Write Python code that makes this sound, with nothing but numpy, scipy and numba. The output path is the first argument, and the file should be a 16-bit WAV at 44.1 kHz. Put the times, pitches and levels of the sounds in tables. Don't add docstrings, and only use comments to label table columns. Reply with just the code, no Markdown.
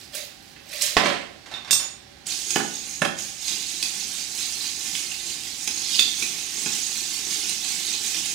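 import sys
import numpy as np
from scipy import signal
from scipy.fft import rfft, irfft, next_fast_len
from scipy.io import wavfile
from numba import njit

SR = 44100
rng = np.random.default_rng(int(sys.argv[2]) if len(sys.argv) > 2 else 0)


def waveform_to_disk(signal):
    frames = np.transpose(np.atleast_2d(signal))
    scaled = np.clip(frames, -1, 1) * 32767
    samples = np.round(scaled).astype(np.int16)
    wavfile.write(sys.argv[1], SR, samples)


N = 367794

# t/s, level/dB, level of the ice thrown about/dB, rise of that ice/s
JUG_DOWN = [(0.967, -1.5, -21, 0.0026), (1.058, -9, -22, 0.087)]
# t/s, clink of the wall/dB, thud into the board/dB, favoured pitch f/Hz
CUP_HITS = [(2.5051, -14, -30, 6600), (2.5575, -11, -6, 3040), (2.5983, -46, -10.5, 6640),
            (3.0173, -15.5, -4.5, 2630), (3.0484, -18.5, -8, 3300), (3.1868, -21, -69, 6800),
            (3.48, -18.5, -60, 6300), (3.826, -11.5, -30, 4660), (4.3812, -21, -49, 5500),
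            (4.8634, -24, -47, 5300), (4.9505, -14.5, -43, 3030), (5.115, -23, -55, 2770),
            (5.3, -24, -35, 2780), (5.4341, -27, -46, 6640), (5.6743, -11.5, -20, 6260),
            (5.9514, -35, -45, 4200), (5.9925, -5, -27, 3500), (6.2231, -15, -25.5, 2345),
            (6.6585, -18, -15.5, 2480), (6.7516, -22, -48, 7900), (7.3083, -21, -49, 5160),
            (7.4924, -19.5, -37, 9100), (7.6445, -19, -55, 4300), (7.7119, -20, -45, 4650),
            (7.9359, -20, -31, 3720), (8.1444, -18, -32, 5670), (8.2577, -21, -45, 6740)]
# f/Hz, level/dB, time to die by 60 dB/s
BOARD = [(234, -50, 0.18), (233.4, -5.5, 0.16), (268, -9, 0.11), (339.5, 8, 0.038), (413, -1, 0.088),
         (813, 13.5, 0.018), (1066, 9, 0.023), (1473, 3.5, 0.087), (1630, 13, 0.035), (1710, 12, 0.039)]


def undb(db):
    return 10 ** (np.asarray(db) / 20)


def unit(x):
    return x / np.sqrt(np.mean(x ** 2))


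def colour(x, points):
    size = next_fast_len(x.shape[-1])
    hz, db = np.transpose(points)
    bins_hz = np.fft.rfftfreq(size, 1 / SR)
    gain = undb(np.interp(np.log(bins_hz + 1), np.log(hz), db))
    return irfft(rfft(x, size) * gain, size)[..., :x.shape[-1]]


def add(track, at_s, sound):
    i = int(at_s * SR)
    track[i:i + len(sound)] += sound[:N - i]


def crack(t60, hz, span=2.76):
    t = np.arange(SR // 2) / SR
    band = signal.butter(2, [hz / span, min(span * hz, 20000)], "bandpass", fs=SR, output="sos")
    noise = unit(signal.sosfilt(band, rng.standard_normal(len(t))))
    shape = np.minimum(t / 0.00073, 1) * np.exp(-np.log(1000) * t / t60)
    return noise * shape


def ring(modes, chatter_s=0.0049, hz_best=1000., reach=4.4):
    hz, db, t60 = np.array(modes, float).T[:, :, None]
    t = np.arange(SR // 2) / SR
    tones = np.sin(2 * np.pi * hz * t) * np.exp(-np.log(1000) * t / t60)
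    chatter = crack(chatter_s, 2330, 40)[None, :SR // 10]
    tones = signal.fftconvolve(tones, chatter, axes=1)[:, :len(t)]
    tones = tones / np.abs(tones).max(axis=1, keepdims=True)
    gain = undb(db - 6 * (np.log2(hz / hz_best) / reach) ** 2)
    y = np.sum(gain * tones, axis=0)
    return y / np.abs(y).max()


def shaken(modes, count, hz_best=1000., reach=8.1):
    when, size = rng.random((count, 2)).T
    pushes = np.zeros(N)
    np.add.at(pushes, (when * N).astype(int), (size - .5) * undb(6 * size))
    return unit(signal.fftconvolve(pushes, ring(modes, 0.00424, hz_best, reach))[:N])


def swell(peak_s, db, rise_s, fall_db_s, hold_s=0):
    rise_db = 25
    t, power = np.arange(N) / SR, 0
    for peak, level, rise, hold in np.broadcast(peak_s, db, rise_s, hold_s):
        before = rise_db * (peak - t) / max(rise, 1e-3)
        after = fall_db_s * np.maximum(t - peak - hold, 0)
        drop = np.maximum(before, after)
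        power = power + (drop < 60) * undb(level - np.minimum(drop, 60)) ** 2
    return np.sqrt(power)


@njit
def grains(start, hz, cycles, size, length):
    y = np.zeros(length)
    for k in range(len(start)):
        n = int(cycles[k] * SR / hz[k])
        step = np.exp((2j * np.pi * hz[k] / SR) - 4.6 / n)
        z = size[k] + 0j
        rest, rest_step = 1., np.exp(-hz[k] / SR)
        for i in range(int(start[k]), min(int(start[k]) + n, length)):
            z *= step
            rest *= rest_step
            y[i] += z.imag * (1 - rest)
    return y


def ice(spectrum, cycles, count, spread_db=1.9):
    when, pitch, life, size = rng.random((count, 4)).T
    hz_points, db_points = np.transpose(spectrum)
    hz = hz_points[0] * (hz_points[-1] / hz_points[0]) ** pitch ** .6
    db = np.interp(np.log(hz), np.log(hz_points), db_points)
    db = db + 20 * np.log10(hz) - spread_db * np.log(1 - size)
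    sign = np.sign(life - size)
    return unit(grains(when * N, hz, cycles * (.5 + life), undb(db) * sign, N))


def hum():
    # f/Hz, level/dB per Hz, relative
    hum_bands = [(15, -57), (25, -26), (59, -6.5), (384, -8.5), (489, -20), (575, -7), (641, -31),
                 (775, -3.5), (887, -17), (1370, -17), (1520, -12.5), (2900, -14), (4300, -12.5),
                 (16000, -36.5)]
    # f/Hz, level against the noise/dB, time to die by 60 dB/s
    whine_tone = (690, -22, 0.21)
    hum_db = -45.5
    mid, side = rng.standard_normal((2, N))
    side = colour(side, [(60, -15), (300, 0.5), (1000, -1.5)])
    noise = unit(colour(mid + side * np.array([[1], [-1]]), hum_bands))
    whine_hz, whine_db, whine_t60 = whine_tone
    whine = undb(whine_db) * shaken([(whine_hz, 0, whine_t60)], count=20000)
    return undb(hum_db) * (noise + whine)


def room():
    # f/Hz, time to die by 60 dB/s
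    decay_times = [(250, 0.61), (1000, 0.46), (4000, 0.47), (12000, 0.31)]
    wall_s = 0.034
    t = np.arange(int(.7 * SR)) / SR
    decay_hz, decay_s = np.transpose(decay_times)
    tail = 0
    for hz in 125 * 2 ** np.arange(8):
        edges_hz = [hz / 2 ** .5, min(hz * 2 ** .5, 20000)]
        band = signal.butter(2, edges_hz, "bandpass", fs=SR, output="sos")
        t60 = np.interp(np.log(hz), np.log(decay_hz), decay_s)
        noise = signal.sosfilt(band, rng.standard_normal((2, len(t))))
        tail = tail + noise * np.exp(-np.log(1000) * t / t60)
    echo = 0.55 * np.exp(-((t - wall_s) / 0.0032) ** 2)
    tail = tail * (np.minimum(t / 0.0036, 1) + echo)
    return tail / np.sqrt(np.sum(tail ** 2, axis=1, keepdims=True))


def jug_slides():
    # t of the peak/s, level/dB, rise/s, hold/s, level of the hollow tone/dB
    slides = [(0.0, -41, .01, .005, -74), (0.145, -29.5, 0.032, 0.006, -43), (0.437, -52, 0.18, 0.078, -80),
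              (0.565, -60, .01, .05, -80), (0.736, -32, 0.11, 0.15, -46.5),
              (0.814, -21.5, 0.01, 0.0057, -46)]
    # f/Hz, level/dB
    slide_clicks = [(590, -54), (1000, -19), (1520, -17.5), (1870, -8.5), (3050, -8), (4680, -6.5),
                    (11000, -17), (14200, -20), (16000, -19)]
    # f/Hz, time to die by 60 dB/s
    hollow_tone = (591, 0.059)
    # t/s, level/dB, f/Hz
    slaps = [(0.131, -42, 3000), (0.1514, -26, 8150), (0.563, -39, 2040), (0.7289, -30, 2760),
             (0.8198, -13.5, 6500), (0.864, -20, 4750)]
    slide_fall_db_s, hollow_fall_db_s, hollow_extra_hold_s = 124, 400, 0.041
    peak_s, db, rise_s, hold_s, hollow_db = np.transpose(slides)
    hollow = shaken([(hollow_tone[0], 0, hollow_tone[1])], count=3000)
    out = swell(peak_s, db, rise_s, slide_fall_db_s, hold_s) * ice(slide_clicks, 38.0, count=40000)
    out += swell(peak_s, hollow_db, rise_s, hollow_fall_db_s, hold_s + hollow_extra_hold_s) * hollow
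    for at_s, slap_db, hz in slaps:
        add(out, at_s, undb(slap_db) * crack(0.085, hz, 1.43))
    return out


def jug_lands():
    # f/Hz, level/dB, time to die by 60 dB/s
    jug_tones = [(203, -13.5, 0.184), (560, -7, 0.1), (599, 0, 0.09), (709, 7.5, 0.057), (791, 3.5, 0.033),
                 (1050, 7.5, 0.026), (1320, -3, .03), (1900, 12, 0.022), (2160, 7, 0.028),
                 (3200, 9.5, 0.013)]
    # f/Hz, level/dB
    wall_clicks = [(400, -19), (700, -14.5), (2000, -3), (4000, -13.5), (9000, -25.5)]
    at_s, _, rattle_db, rise_s = np.transpose(JUG_DOWN)
    rattle = ice(wall_clicks, 10.0, count=20000) + undb(-0.5) * shaken(jug_tones, count=8000)
    out = swell(at_s, rattle_db, rise_s, fall_db_s=126) * rattle
    for hit_s, db, *_ in JUG_DOWN:
        knock = ring(jug_tones, 0.022) + undb(-8.5) * crack(0.099, 1420) + undb(-39) * crack(0.027, 8000)
        add(out, hit_s, undb(db) * knock)
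    return out


def jug():
    out = colour(jug_slides() + jug_lands(), [(100, -18), (200, -0.5)])
    t = np.arange(SR // 10) / SR
    table_thump = undb(-16.5) * np.sin(2 * np.pi * 55 * t) * np.exp(-t / 0.0045)
    add(out, JUG_DOWN[0][0], table_thump)
    return out


def spoon():
    # t/s, ring/dB, scrape/dB, favoured pitch f/Hz, reach/octaves
    spoon_hits = [(1.46, -37, -40.5, 4000, 1.1), (1.513, -36, -33.5, 2700, 0.51),
                  (1.539, -19.5, -41, 3180, 0.48), (1.56, -31, -42, 3700, 0.57),
                  (1.647, -26.5, -41, 4000, 0.5), (1.676, -49, -35, 4470, .5),
                  (1.7085, -4.5, -52, 6000, 4.8), (1.729, -2.5, -64, 6000, 1.16),
                  (1.797, -15.5, -33.5, 6500, 0.44)]
    # f/Hz, level/dB, time to die by 60 dB/s
    spoon_tones = [(2730, -2, .07), (3580, -1, .11), (3660, 0, .07), (4495, -10, .12), (5491, -3, .1),
                   (5570, -3, .09), (6115, -6, .12), (6412, -10, .1), (6885, 2, .17), (8280, 1, .2),
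                   (9502, -5, .1), (9841, -6, .14), (10930, -9, .1), (11230, -6, .08), (12210, -11, .1),
                   (13380, -7, .1), (13990, -13, .08), (15040, -7, .12)]
    out = np.zeros(N)
    for at_s, ring_db, scrape_db, hz, reach in spoon_hits:
        chatter = reach * undb(-21) * crack(0.14, hz, 1.36)
        steel = ring(spoon_tones, 0.0096, hz, reach) + chatter
        scrape = crack(0.34, 1420)
        add(out, at_s, undb(ring_db) * steel + undb(scrape_db) * scrape)
    return out


def churn():
    # t of the peak/s, level/dB, rise/s, large lumps against that level/dB
    strokes = [(2.268, -28, 0.013, -3.5), (2.31, -30.5, 0.039, -2.5), (2.4, -34, 0.086, -11),
               (2.51, -28, 0.12, -35), (2.754, -35.5, 0.37, -2), (2.9, -33, 0.26, -29),
               (3.196, -30.5, 0.053, -7), (3.29, -45.5, 0.089, -20), (3.42, -33.5, 0.033, -5),
               (3.487, -28, 0.12, -1.5), (3.58, -34, 0.6, -1), (3.7, -33, 0.25, -3),
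               (3.85, -30.5, 0.3, -15), (4.0, -32, 0.75, -7), (4.2, -29.5, 0.9, -7),
               (4.399, -27.5, 0.24, -5), (4.52, -33, .2, -4), (4.65, -29.5, 0.36, -3),
               (4.87, -29, 0.5, -20), (4.97, -28, 0.27, -13), (5.12, -34.5, 0.32, -2),
               (5.3, -29.5, 0.43, -9.5), (5.462, -32.5, 0.18, -4), (5.62, -31.5, 0.29, -24),
               (5.78, -30, 0.34, -19), (5.88, -30, .1, -3), (5.955, -27.5, 0.28, 5), (6.04, -37, 0.076, 0),
               (6.22, -26.5, 0.46, -13.5), (6.4, -31, 0.58, -4.5), (6.58, -29.5, 0.19, -29),
               (6.76, -27, 0.79, -4.5), (6.97, -26.5, 0.42, -6), (7.14, -27.5, 0.24, -5),
               (7.33, -26, 0.32, -10), (7.49, -27.5, 0.59, -4.5), (7.71, -27.5, 0.27, -12),
               (7.92, -27, 0.89, -4.5), (8.05, -24, 0.13, -16), (8.17, -28.5, 0.092, -2),
               (8.301, -27.5, 0.34, -19)]
    # f/Hz, level/dB
    ice_clicks = [(710, -66), (1200, -15), (1930, -11.5), (2560, -8.5), (2890, -9), (3950, -10.5),
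                  (6440, -3.5), (10800, -16), (11800, -23), (14200, -20.5), (16000, -30)]
    # f/Hz, level/dB
    lump_clicks = [(1500, -38), (2500, -5.5), (4200, 3.5), (5500, -2.5), (8000, -21)]
    # f/Hz, level/dB, time to die by 60 dB/s
    shaft_tones = [(6610, 10, 0.034), (6720, -19, .06)]
    # t/s, level against the strokes/dB
    shaft_ring = [(2.25, -34), (2.45, -1), (3.2, -4.5), (3.8, -14), (4.4, -37), (5.4, -33), (5.75, -2.5),
                  (6.2, -29), (8.34, -13.5)]
    stroke_fall_db_s, rumble_db = 71.5, -20.5
    jolt_db, jolt_rise_s, jolt_fall_db_s = -10, 0.0033, 704
    peak_s, db, rise_s, lumps_db = np.transpose(strokes)
    effort = swell(peak_s, db, rise_s, stroke_fall_db_s)
    lumps = swell(peak_s, db + lumps_db, rise_s, stroke_fall_db_s)
    hit_s, clink_db = np.transpose(CUP_HITS)[:2]
    jolt = swell(hit_s + jolt_rise_s / 2, clink_db + jolt_db, jolt_rise_s, jolt_fall_db_s)
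    top = np.hypot(effort, jolt) * ice(ice_clicks, 56.0, count=60000)
    top += lumps * ice(lump_clicks, 74.0, count=5000)
    shaft_db = np.interp(np.arange(N) / SR, *np.transpose(shaft_ring))
    top += effort * undb(shaft_db) * shaken(shaft_tones, count=2000)
    rumble = shaken(BOARD, hz_best=310.0, reach=2.02, count=3000)
    base = effort * undb(rumble_db) * rumble
    return top, base


def strikes():
    # f/Hz, level/dB, time to die by 60 dB/s
    cup_tones = [(2554, 5, 0.042), (2655, 1, 0.035), (3295, 6, 0.033), (3470, 2.5, 0.035), (3930, 3, 0.021),
                 (5180, -5, 0.02), (5070, 3.5, 0.022), (6860, -11, 0.046), (7190, -12, 0.046),
                 (8860, 2.5, 0.032)]
    thud_hz = 330.0
    push_s = .018
    t = np.arange(SR // 2) / SR
    top, base = np.zeros((2, N))
    for at_s, clink_db, thud_db, hz in CUP_HITS:
        clink = ring(cup_tones, 0.022, hz, 1.0) + undb(0.5) * crack(0.027, hz, 1.03)
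        add(top, at_s, undb(clink_db) * clink)
        hard = undb(0.6 * thud_db)
        push = np.minimum(t / (push_s * (1 - hard)), 1)
        thud = ring(BOARD, 0.023, thud_hz, 5.8 * hard) + hard * undb(-4.0) * crack(0.056, 840)
        add(base, at_s, push * undb(thud_db) * thud)
    return top, base


def cup():
    churn_top, churn_base = churn()
    strike_top, strike_base = strikes()
    top = colour(churn_top + strike_top, [(900, -7), (1500, -5.0), (2100, 0)])
    base = colour(churn_base + strike_base, [(70, -31), (160, 0.5)])
    return top + base


def scene():
    room_db = -1
    bar = jug() + spoon() + cup()
    wet = signal.fftconvolve(bar[None], room(), axes=1)[:, :N]
    return bar + undb(room_db) * wet + hum()


def record(dry):
    # f/Hz, level/dB
    left_gain = [(60, 0.5), (200, -1.5), (380, -5.5), (700, -9.5), (4400, -11.5), (8100, -9.5),
                 (15000, -14)]
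    top_hz = 15900
    both = np.array([colour(dry[0], left_gain), dry[1]])
    low_pass = signal.ellip(10, .2, 70, top_hz, fs=SR, output="sos")
    return signal.sosfilt(low_pass, np.clip(both, -1, 1))


dry = scene()
out = record(dry)
waveform_to_disk(out)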